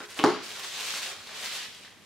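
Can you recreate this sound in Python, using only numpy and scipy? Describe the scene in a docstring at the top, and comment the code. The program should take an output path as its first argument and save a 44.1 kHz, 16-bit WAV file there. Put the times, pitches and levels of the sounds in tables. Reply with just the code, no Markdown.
"""A small gift box is laid into a cardboard carton: it scuffs, ticks on the rim and, a quarter second in,
drops with a knock that rings hollow in carton and room. Then tissue paper is crumpled and
pulled off a little bottle in two long strokes: thousands of tiny buckles blur into a rustle, and a few
creases snap out alone. A furnished room answers it all, over a faint hum and hiss of room and camera."""
import sys
import numpy as np
from scipy import signal
from scipy.fft import rfft, irfft, next_fast_len
from scipy.io import wavfile
from scipy.ndimage import map_coordinates

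SR = 44100
rng = np.random.default_rng(int(sys.argv[2]) if len(sys.argv) > 2 else 0)


def waveform_to_disk(signal):
    """Save audio, clipped to [-1, 1], as 16-bit WAV at the path in sys.argv[1]."""
    frames = np.transpose(np.atleast_2d(signal))
    scaled = np.clip(frames, -1, 1) * 32767
    samples = np.round(scaled).astype(np.int16)
    wavfile.write(sys.argv[1], SR, samples)


N = 90404
CLICK_SAMPLES = SR // 50
PAPER_WET_DB = 1


def amp(db):
    return 10 ** (np.asarray(db) / 20)


def unit_rms(x):
    return x / np.sqrt(np.mean(x ** 2) + 1e-20)


def curve_at(points, hz):
    """Read a curve of (frequency, value) points on a log frequency axis."""
    point_hz, values = np.transpose(points)
    return np.interp(np.log(hz + 1), np.log(point_hz + 1), values)


def wobble(rate_hz):
    """A smooth random drift through rate_hz points a second."""
    knots = rng.standard_normal(int(N * rate_hz / SR) + 4)
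    return map_coordinates(knots, [np.arange(N) * rate_hz / SR])


def equalize(x, gain_at):
    """Shape the tone with a gain that depends on frequency."""
    size = next_fast_len(x.shape[-1] + 8192)
    gain = gain_at(np.fft.rfftfreq(size, 1 / SR))
    return irfft(rfft(x, size) * gain, size)[..., :x.shape[-1]]


def stereo(pair):
    """Two unrelated signals become left and right, most alike in the midrange."""
    # How alike the two sides are: frequency_hz, correlation
    likeness = [(60, 0.1), (125, 0.3), (250, 0.57), (550, 0.69), (1650, 0.8), (4970, 0.44), (9000, 0.23),
                (15000, .2)]

    def mid_side_gains(hz):
        angle = np.arccos(np.clip(curve_at(likeness, hz), 0, 1)) / 2
        return np.array([np.cos(angle), np.sin(angle)])

    mid, side = equalize(pair, mid_side_gains)
    return np.array([mid + side, mid - side])


def room(x, pieces):
    """The room's tail, each frequency dying at its own speed; a new tail for each piece of time."""
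    # Decay of the furnished room: frequency_hz, t60_s
    decay = [(150, 0.57), (400, 0.39), (1000, 0.4), (2800, 0.91), (7000, 0.71), (14000, 0.54)]
    reverb, step = np.zeros((2, N + SR)), -(-N // pieces)
    for start in range(0, N, step):
        hz, t, noise = signal.stft(rng.standard_normal((2, SR // 2)), SR, nperseg=256)
        fade = amp(-60 * t / curve_at(decay, hz)[:, None])
        tail = signal.istft(noise * fade, SR, nperseg=256)[1]
        wet = signal.fftconvolve(x[None, start:start + step], tail / np.linalg.norm(tail[0]), axes=1)
        at = start + 130  # 3 ms pre-delay
        reverb[:, at:at + wet.shape[1]] += wet
    return stereo(reverb[:, :N])


def click(hz, decay_cycles):
    """A pitched tick that dies within a few cycles."""
    cycles = np.arange(CLICK_SAMPLES) / SR * hz
    return np.sin(2 * np.pi * cycles) * np.exp(-cycles / decay_cycles)


def contact_click(hz, decay_cycles):
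    """Box meets cardboard: a blunt click, a noisy crack and a hard first edge, dulled together."""
    t = np.arange(CLICK_SAMPLES) / SR
    crack_db, crack_t60_s, dull_hz = -22.5, 0.012, 6700
    crack = amp(crack_db - 60 * t / crack_t60_s) * rng.standard_normal(CLICK_SAMPLES)
    edge = amp(-7) * click(hz=4000, decay_cycles=0.57)
    return signal.lfilter(*signal.butter(2, dull_hz, fs=SR), click(hz, decay_cycles) + crack + edge)


def hollow_ring():
    """The knock's hollow ring: short carton resonances, and low room resonances that swell and linger."""
    # Resonances of carton and room: pitch_hz, relative_db, t60_s, rise_s
    modes = [(187, -31, 0.42, 0.00092), (279.9, -6, 0.15, 0.0015), (313.4, 6, 0.063, 0.003),
             (340.7, 5, 0.19, 0.042), (361, 1, 0.29, 0.041), (419.2, 4.5, 0.18, 0.023),
             (521.5, -11, 0.17, 0.003), (632, -9.5, 0.19, 0.018), (837, -4, 0.076, .001),
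             (905, -57, 0.27, 0.0011), (1098, -7, 0.2, 0.002), (1276, -7.5, 0.06, 0.0019),
             (1517, -13, 0.044, 0.00058)]
    t = np.arange(SR // 2) / SR
    return amp(-10) * sum(amp(db - 60 * t / t60_s) * (1 - np.exp(-t / rise_s)) * np.sin(2 * np.pi * hz * t)
                          for hz, db, t60_s, rise_s in modes)


def gift_box():
    """The box clicks against the carton and leaves a hollow ring; near walls and the room answer."""
    # Scuff, rim tick, its quick duller echo, drop:
    # start_s, click_gain_db, pitch_hz, decay_cycles, ring_gain_db
    clicks = [(.004, -28, 1490, 1.1, -32.5), (0.1909, -13, 3024, 1.33, -21.5),
              (0.1973, -21, 1060, 1, -19.5), (.2396, 1, 1074, 0.48, -3)]
    # Early reflections off near walls: delay_s, gain_db
    walls = [(.0023, -5.5), (.0066, -4.5), (0.015, -10), (0.0232, -8), (.0415, -11), (.065, -11)]
    hits, ring, hollow = np.zeros(N), np.zeros(N), hollow_ring()
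    for start_s, click_db, hz, decay_cycles, ring_db in clicks:
        at = round(start_s * SR)
        hits[at:][:CLICK_SAMPLES] += amp(click_db) * contact_click(hz, decay_cycles)
        ring[at:][:len(hollow)] += amp(ring_db) * hollow
    early = sum(amp(db) * np.roll(hits, round(delay_s * SR)) for delay_s, db in walls)
    reverb = amp(3) * room(hits, pieces=10) + amp(-8.5) * room(ring, pieces=10)
    return hits + early + ring + reverb


def creases():
    """Dense little buckles of the sheet, each a short burst of its own pitch and size, in clumps."""
    creases_per_s, spread_db, decay_cycles = 7000, 2, 1.16
    when, pitch, strength = rng.random((int(creases_per_s * N / SR), 3)).T
    at = (when * N).astype(int)
    hz = 400 * 40 ** pitch[:, None]  # 400 Hz to 16 kHz
    clump_db = 2 * wobble(rate_hz=60.54) + 0.34 * wobble(rate_hz=19.85)
    size = amp(clump_db[at] - spread_db * np.log(1 - strength))  # many small, few large
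    age = np.arange(200)
    cycles = age * hz / SR
    grains = size[:, None] * hz * np.sin(2 * np.pi * cycles) * np.exp(-cycles / decay_cycles)
    return np.bincount((at[:, None] + age).ravel(), grains.ravel(), N + len(age))[:N]


def paper_rustle():
    """The tissue's creases swell and fade in three bands with the strokes of the hand."""
    # Envelope of the strokes: time_s, mid_level_db, treble_over_mid_db, low_over_mid_db
    strokes = [(0.05, -44.5, -8, -0.5), (0.062, -49, -7, -20), (0.07, -62, 2, 5), (0.096, -49.5, -3, -4.5),
               (0.156, -50, -9, -10), (0.18, -47.5, 2, 4), (0.4, -51.5, -21.5, -30),
               (0.436, -42.5, -5.5, -10.5), (0.624, -43.5, -5.5, -4.5), (0.638, -40, -6.5, -6.5),
               (0.712, -42.5, -6, -11), (0.784, -38, -7, -9), (0.936, -35.5, -6, -10.5),
               (1.018, -40.5, -5, -8), (1.032, -36, -6, -11.5), (1.116, -41, -7, -5.5),
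               (1.148, -47.5, -8.5, -5), (1.258, -48.5, -5.5, -8), (1.272, -48, -3.5, -5),
               (1.304, -45.5, -9, -5.5), (1.468, -36.5, -5, -9.5), (1.51, -36.5, -11, -16),
               (1.538, -38.5, -6, -12), (1.624, -38.5, -10, -11), (1.68, -44, -10.5, -13.5),
               (1.818, -53, -8.5, -8.5), (1.854, -47.5, -14.5, -12.5), (1.988, -66, -6, -4),
               (2.05, -61, -3, -1.5)]
    # Tone of the tissue: frequency_hz, gain_db
    tone = [(120, -40.5), (200, -20), (358, -15), (407, -9), (471, -12), (890, -11.5), (1280, -9),
            (3550, -4.5), (8350, -10), (15500, -21.5)]
    low_hz, treble_hz = 1500, 6000
    time_s, *envelopes = np.transpose(strokes)
    mid_db, treble_db, low_db = [np.interp(np.arange(N) / SR, time_s, db) for db in envelopes]
    sheet_halves = equalize(np.array([creases(), creases()]), lambda hz: amp(curve_at(tone, hz)))
    crackle = stereo(sheet_halves) + amp(PAPER_WET_DB) * room(sheet_halves[0], pieces=8)
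    low = equalize(crackle, lambda hz: 1 / (1 + (hz / low_hz) ** 4))
    treble = equalize(crackle, lambda hz: 1 / (1 + (treble_hz / (hz + 1)) ** 6))
    mid = crackle - low - treble
    return amp(mid_db) * (unit_rms(mid) + amp(low_db) * unit_rms(low) + amp(treble_db) * unit_rms(treble))


def paper_snaps():
    """Single creases snap out of the rustle and sound in the room."""
    # Lone creases: start_s, relative_db, pitch_hz
    lone_creases = [(0.5159, -20, 2970), (0.5634, -21, 4500), (0.9395, -19, 1480), (0.9635, -30, 3010),
                    (0.972, -17, 4160), (1.0314, -19, 2700), (1.265, -28, 2310), (1.2734, -21, 4200),
                    (1.293, -23.5, 1730), (1.4598, -13.5, 4200), (1.849, -28, 1880), (1.8793, -32, 1850),
                    (0.0338, -31, 7970), (0.0957, -42, 6570), (0.1164, -48, 6300), (0.1446, -23, 7060),
                    (1.7489, -28, 8450), (1.7574, -47, 8620)]
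    snaps = np.zeros(N)
    for start_s, db, hz in lone_creases:
        snaps[round(start_s * SR):][:CLICK_SAMPLES] += amp(db - 6) * click(hz, decay_cycles=1.5)
    return snaps + amp(PAPER_WET_DB) * room(snaps, pieces=8)


def room_tone():
    """The quiet hum and hiss of room and camera."""
    # Colour of the noise: frequency_hz, gain_db
    colour = [(15, -45), (28, -6), (50, -13), (70, -10), (100, 2), (125, -9), (178, -1), (224, -1),
              (300, -6), (700, -10), (1050, -11), (3170, -11), (12500, -25), (15500, -35)]
    noise = equalize(rng.standard_normal((2, N)), lambda hz: amp(curve_at(colour, hz)))
    return amp(-56) * unit_rms(stereo(noise))


def scene():
    """Paper and box, too small to radiate deep bass, over the room tone."""
    bass_cut = signal.butter(3, 160, "high", fs=SR)
    handling = paper_rustle() + paper_snaps() + gift_box()
    return signal.lfilter(*bass_cut, handling) + room_tone()


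def record(dry):
    """The camera keeps nothing above its band limit."""
    return equalize(dry, lambda hz: hz < 15800)


dry = scene()
out = record(dry)
waveform_to_disk(out)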